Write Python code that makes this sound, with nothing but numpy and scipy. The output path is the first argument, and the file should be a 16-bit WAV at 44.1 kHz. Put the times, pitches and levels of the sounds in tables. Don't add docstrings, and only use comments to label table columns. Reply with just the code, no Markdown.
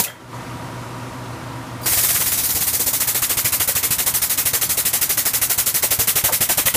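import sys
import numpy as np
from scipy import signal
from scipy.io import wavfile
from scipy.ndimage import uniform_filter1d

SR = 44100
rng = np.random.default_rng(int(sys.argv[2]) if len(sys.argv) > 2 else 0)


def pcm_store(signal):
    levels = np.round(np.clip(np.atleast_2d(signal), -1, 1) * 32767)
    wavfile.write(sys.argv[1], SR, levels.astype(np.int16).T)


def boost_factor(decibels):
    exponent = np.asarray(decibels, float) / 20
    return 10 ** exponent


N = 298116
T_S = np.arange(N) / SR
OPEN_S = 1.8593


def evened(x):
    return x / np.sqrt(np.mean(x ** 2) + 1e-20)


def curve(rows):
    at_s, *columns = np.transpose(rows)
    return [np.interp(T_S, at_s, column) for column in columns]


def noise(spectrum, patchy_db, size=256):
    hop_frames = 4 * N // size + 5
    bin_hz = np.fft.rfftfreq(size, 1 / SR)
    real, imag, patches = rng.standard_normal((hop_frames, len(bin_hz), 3)).T
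    patches = uniform_filter1d(patches, size=6, axis=0)
    patches = evened(uniform_filter1d(patches, size=6, axis=1))
    f_hz, level_db = np.transpose(spectrum)
    colour_db = np.interp(np.log(bin_hz + 1), np.log(f_hz + 1), level_db, left=-80, right=-80)
    z = (real + 1j * imag) * boost_factor(colour_db[:, None] + patchy_db * patches)
    return evened(signal.istft(z, nperseg=size, noverlap=3 * size // 4)[1][:N])


def eddies(hz):
    b, a = signal.butter(2, 2 * hz / SR)
    return evened(signal.lfilter(b, a, rng.standard_normal(N)))


def resonate(x, hz, width_hz):
    turn = np.exp(2j * np.pi * hz * np.arange(len(x)) / SR)
    r = np.exp(-np.pi * width_hz / SR)
    smooth = signal.lfilter([1 - r], [1, -r], x / turn)
    return 2 * (turn * smooth).real


def add(mix, at_s, sound):
    part = mix[round(at_s * SR):][:len(sound)]
    part += sound[:len(part)]


def compressor():
    # order, level/dB
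    strong_orders = [(7, -56), (8, -53), (9, -54), (10, -46), (11, -43), (12, -53), (13, -53), (14, -51),
                     (15, -52), (18, -56), (21, -55), (22, -45), (23, -49), (28, -54), (31, -55), (33, -55),
                     (44, -53), (46, -57), (49, -54), (55, -54), (56, -54), (74, -57), (79, -53), (80, -50),
                     (83, -51), (85, -55)]
    # f/Hz, level/dB
    weak_orders = [(30, -57), (300, -56.5), (440, -68), (500, -53.5), (1000, -67.5), (1200, -59),
                   (1600, -63)]
    stroke_hz, first_stroke_s = 11.582, .0147
    k = np.arange(3, 140)
    scatter, scramble = rng.random((len(k), 2)).T
    f_hz, weak_db = np.transpose(weak_orders)
    level_db = np.interp(k * stroke_hz, f_hz, weak_db) + 10 * np.log10(-np.log(scatter))
    order, strong_db = np.transpose(strong_orders)
    level_db[order.astype(int) - k[0]] = strong_db
    phase = 2 * np.pi * scramble * (k - 10) * (k - 11)
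    turn = np.linspace(0, 2 * np.pi, 8192)
    cycle = np.sqrt(2) * boost_factor(level_db) @ np.cos(k[:, None] * turn + phase[:, None])
    return np.interp((T_S - first_stroke_s) * stroke_hz % 1 * 2 * np.pi, turn, cycle)


def shop():
    # f/Hz, level/dB per Hz
    wash_spectrum = [(15, -40), (40, -14), (90, 0.5), (200, -6.5), (420, -15), (600, -11.5), (1000, -7.5),
                     (1500, -11.5), (2300, -15.5), (3500, -19.5), (5500, -22.5), (11000, -27), (15500, -36)]
    # f/Hz, width/Hz, level/dB
    fan_lines = [(268, 0.78, -45), (328, 6.4, -47), (381.4, 7.6, -50.5), (738, 18, -63.5), (860, 23, -57.5),
                 (964, 12, -48), (980, 58, -48.5), (1196, 20, -56), (1180, 20, -52.5), (1312, 28, -58),
                 (1830, 110, -53.5)]
    # f/Hz, level/dB
    steady_tones = [(119.95, -36), (239.9, -47), (328.2, -52), (359.85, -62), (479.8, -52), (1060.5, -51)]
    # t/s, gain/dB
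    gain_curve = [(0, -15), (.1, -12), (.2, -9.5), (.27, -8), (.35, 0), (.5, 0), (1.85, -0.5), (1.95, -7),
                  (2.2, -6.5), (2.7, -9), (3.2, -8), (3.9, -9), (5, -8.5), (6.76, -13)]
    wash = boost_factor(-36.5) * noise(wash_spectrum, patchy_db=1.2, size=2048)
    clatter = boost_factor(6.5 * (T_S > OPEN_S))
    white = rng.standard_normal(N)
    fan = sum(boost_factor(db) * evened(resonate(white, hz, width_hz)) for hz, width_hz, db in fan_lines)
    hum = sum(np.sqrt(2) * boost_factor(db) * np.cos(2 * np.pi * hz * T_S) for hz, db in steady_tones)
    gain = boost_factor(curve(gain_curve)[0])
    return gain * (fan + compressor()) + gain ** 1.23 * hum + gain * clatter * wash


def room(x, t60_s):
    at = np.arange(400, SR // 2, 20)
    taps = np.zeros(SR // 2 + 20)
    sign = rng.choice([-1., 1.], len(at))
    taps[at + rng.integers(0, 20, len(at))] = sign * boost_factor(-60 * at / SR / t60_s)
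    taps = signal.lfilter(*signal.butter(1, 2 * 6000 / SR), taps)
    return signal.fftconvolve(x, taps / np.linalg.norm(taps))[:N]


def rings(rows, rise_s):
    t, out = np.arange(SR // 4) / SR, np.zeros(N)
    for at_s, hz, db, t60_s, rattle_share in rows:
        rattle = evened(resonate(rng.standard_normal(len(t)), hz, width_hz=270))
        shake = np.sin(2 * np.pi * hz * t) + rattle_share * rattle
        decay = boost_factor(db - 60 * np.maximum(t - rise_s, 0) / t60_s)
        add(out, at_s, decay * np.minimum(t / rise_s, 1) * shake)
    return out


def strokes():
    # stroke number, stroke length/ms
    pace = [(0, 56.6), (12, 58.33), (16, 67.08), (19, 71.96), (23, 75.69), (26, 76.32), (36, 78.76),
            (48, 80.9), (60, 83.65), (66, 83.27)]
    # t/s, hiss/dB, growl/dB re hiss
    drive = [(1.86, -20.5, -7.5), (2.0, -17, -10), (2.2, -19.5, -10.5), (2.45, -19, -15),
             (2.8, -17.5, -17.5), (3.0, -17.5, -11.5), (3.5, -17, -11), (4.3, -17, -11.5),
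             (5.1, -16.5, -11.5), (5.7, -16, -12.5), (6.2, -15.5, -10.5), (6.75, -16, -8.5)]
    # stroke length/ms, leak/dB
    seal = [(56.6, -16.5), (58.3, -25), (67, -29), (76, -32.5), (83, -33)]
    # t/s, extra push/dB, extra flutter/dB
    slams = [(1.92, 4, 4.5), (1.97, 15, -3), (2.2, -8, 0), (2.43, -1, -2), (2.55, 6, 3.5), (2.67, 10, 1),
             (3.37, 2, -2), (3.445, 6, 2.5), (3.52, 4, 2.5), (3.6, 11, 4), (3.905, 8.5, 0), (3.98, 11, 2),
             (4.217, -2, 1.5), (4.53, 4, 4.5), (4.69, 10, -4), (4.85, 6, 0.5), (4.93, -4, 2), (5.17, 2, 1),
             (5.415, 9, 2.5), (5.58, 10, 2.5), (5.82, 10, 6), (5.99, 15, 3.5), (6.07, 8, 1.5),
             (6.155, 9.5, 5.5), (6.24, 11.5, 6.5), (6.405, 8, 3), (6.49, 2, 5.5), (6.572, 6, 2),
             (6.655, 12.5, 3.5), (6.74, 7, 5.5)]
    number, number_ms = np.transpose(pace)
    length_ms = np.interp(np.arange(number[-1] + 1), number, number_ms)
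    at_s = OPEN_S + (np.cumsum(length_ms) - length_ms) / 1000
    drive_s, *drive_db = np.transpose(drive)
    hiss_db, growl_db = (np.interp(at_s, drive_s, column) for column in drive_db)
    slam_db = np.zeros((len(at_s), 2))
    for slam_s, *extra_db in slams:
        slam_db[np.argmin(abs(at_s - slam_s))] = extra_db
    slam_push_db, slam_flutter_db = slam_db.T
    uneven_db = rng.standard_normal((len(at_s), 3)) * [0.55, 0.7, 4]
    uneven_roar_db, uneven_flutter_db, uneven_push_db = uneven_db.T
    rise_db = growl_db + 11
    roar_db = growl_db + uneven_roar_db + 0.23 * slam_flutter_db
    flutter_db = -18 + 0.25 * rise_db + slam_flutter_db + uneven_flutter_db
    push_db = -35.5 + 0.97 * rise_db + slam_push_db + uneven_push_db
    leak_db = np.interp(length_ms, *np.transpose(seal))
    return np.transpose([at_s, hiss_db, roar_db, flutter_db, push_db, leak_db])


def pushes(beats):
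    # t/s, level/dB
    frame_curve = [(1.84, -80), (1.88, -46), (2.3, -38.5), (3, -40.5), (4, -45.5), (5, -44), (5.8, -44.5),
                   (6.76, -34.5)]
    # f/Hz, level/dB per Hz
    rumble_spectrum = [(25, -35), (50, 0.5), (85, 0), (130, -15), (200, -1), (350, -39)]
    t, out, shake = np.arange(6000) / SR, np.zeros(N), np.zeros(N)
    kick = boost_factor(-15.0) * np.hanning(200)
    tremor = boost_factor(-60 * t / 0.18) * np.minimum(t / 0.0021, 1)
    spreads = rng.uniform(0.853, 1.2, (len(beats), 2))
    for beat, (swing_spread, frame_spread) in zip(beats, spreads):
        at_s, size = beat[0], boost_factor(beat[4] + 5.0)
        swing = np.sin(2 * np.pi * 118 * swing_spread * t) * boost_factor(-60 * t / .048)
        frame = boost_factor(-35.5 - 60 * t / 0.23) * np.sin(2 * np.pi * 85 * frame_spread * t)
        frame = frame * np.minimum(t / 0.0066, 1)
        add(out, at_s - .0005, -size * swing - frame)
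        add(out, at_s - .005, size * kick)
        add(shake, at_s, tremor)
    rumble = shake * noise(rumble_spectrum, patchy_db=1.0, size=2048)
    return out + boost_factor(curve(frame_curve)[0] + 5.0) * rumble


def exhaust(beats):
    # t/s, level/dB, t60/s
    last_puffs = [
        (0.0, -11.5, 0.13),
        (0.039, -20, 0.12),
        (.098, -55, 0.069),
    ]
    # t/s, leak/dB
    valve = [
        (1.79, -65),
        (1.82, -41),
        (1.84, -34),
        (1.858, -30),
    ]
    # t after port opens/s, hiss/dB, roar/dB, flutter/dB
    blast_shape = [(0, -5.5, -7, -32), (.0015, -3.5, -5, -5.5), (.006, 0.5, -1, 1.5), (0.022, 1, 0.5, 0),
                   (0.029, -0.5, -3, -4), (.045, -5.5, -11, -17), (0.061, -13.5, -18, -29),
                   (.07, -26, -18, -27), (.09, -44, -39, -30)]
    # f/Hz, level/dB per Hz
    jet_spectrum = [(1290, -13), (2200, -10.5), (2850, -13.5), (3680, -7.5), (5130, -5.5), (6160, -3.5),
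                    (6640, -3), (14600, 0.5), (15600, -2), (16000, -26)]
    roar_spectrum = [(800, -23), (1200, -1), (1700, -2), (2000, 3.5), (2200, 0.5), (2450, 0), (2900, 0.5),
                     (4200, -7)]
    flutter_spectrum = [(120, -37), (250, 2), (450, 5), (800, 4.5), (1150, 0), (1700, -33)]
    at_s, hiss_db, roar_db, flutter_db, _, leak_db = np.transpose(beats)
    last = np.maximum(np.searchsorted(at_s, T_S) - 1, 0)
    age_s = T_S - at_s[last]
    running = age_s > 0
    stretch = (np.gradient(at_s)[last] / 0.066) ** 0.15
    shape_s, *shapes_db = np.transpose(blast_shape)
    blasts = [boost_factor(hiss_db[last] + np.interp(age_s / stretch, shape_s, shape_db)) * running
              for shape_db in shapes_db]
    running_leak_db = np.interp(T_S, at_s, leak_db) - 2.0
    leak = boost_factor(np.where(running, running_leak_db, curve(valve)[0])) * (T_S > valve[0][0])
    puffs = sum(boost_factor(db - 60 * abs(T_S - puff_s) / t60_s) * (T_S >= puff_s)
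                for puff_s, db, t60_s in last_puffs)
    hiss = np.hypot(blasts[0], leak) + puffs
    roar = np.hypot(blasts[1] * boost_factor(roar_db[last]), leak * boost_factor(-50.0)) + puffs * boost_factor(-15)
    flutter = np.hypot(blasts[2] * boost_factor(flutter_db[last]), leak * boost_factor(-21.0)) + puffs * boost_factor(-16.5)
    gust_db = 0.42 * eddies(hz=256)
    hiss = hiss * noise(jet_spectrum, patchy_db=1.5, size=512) * boost_factor(gust_db)
    roar = roar * noise(roar_spectrum, patchy_db=2.2) * boost_factor(gust_db + 1.6 * eddies(hz=120))
    flutter = flutter * noise(flutter_spectrum, patchy_db=3.0, size=512)
    return hiss + roar + flutter * boost_factor(gust_db + 0.67 * eddies(hz=82.6))


def scene():
    # t/s, f/Hz, level/dB, t60/s, rattle share
    struck = [(0, 180, -20, .06, .2), (0, 93, -26, .09, .1), (0, 940, -30, 0.14, .6),
              (.045, 2600, -33, .09, 1.5), (.062, 1990, -36, .25, .6), (.07, 1400, -43, 0.23, 1.2),
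              (.076, 3200, -35, 0.2, .6), (.08, 1700, -41, .2, .6), (.098, 1600, -38, 0.08, 1.7),
              (0.5, 2800, -49, .15, 1.5), (1.858, 1550, -28, 0.087, .8), (1.858, 966, -30, 0.09, .8),
              (1.972, 110, -28, .06, .1), (6.28, 1150, -31, .12, 1.7), (6.29, 730, -28, 0.07, 1.2),
              (6.495, 560, -27, .07, 1.2), (6.58, 600, -28, .09, 1.2), (6.668, 550, -27, .1, .8),
              (6.748, 560, -24, .06, .6)]
    # t/s, f/Hz, level/dB, t60/s, rattle share
    groaning = [
        (.05, 620, -41, .25, 1.7),
        (.12, 1900, -53, .5, 1.7),
        (.19, 330, -44, .3, 1.2),
        (.43, 370, -41, .25, .4),
        (1.828, 4750, -34, .2, .3),
        (6.28, 900, -24, .08, .5),
        (6.283, 603, -24, .07, .5),
        (6.305, 510, -25, 0.09, .5),
        (6.33, 430, -36, .1, .4),
    ]
    beats = strokes()
    steel = rings(struck, rise_s=0.0024) + rings(groaning, rise_s=0.013)
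    jack = exhaust(beats) + pushes(beats) + steel
    room_ring = boost_factor(-11) * resonate(jack, hz=2205, width_hz=35)
    echo = boost_factor(-17.5) * room(jack, t60_s=0.34)
    return np.tile(jack + room_ring + echo + shop(), (2, 1))


def band_limit(x):
    return signal.sosfilt(signal.butter(12, 16550, fs=SR, output="sos"), x)


def record(dry):
    band = signal.firwin(511, 15340, window=("kaiser", 9), fs=SR)
    x = signal.oaconvolve(dry, band[None], "same")
    x = signal.lfilter(*signal.butter(1, 2 * 35 / SR, "high"), x)
    over = np.maximum(abs(x) - .55, 0)
    mix = x - np.sign(x) * (over - 0.15 * np.tanh(over / .16))
    return band_limit(mix)


dry = scene()
out = record(dry)
pcm_store(out)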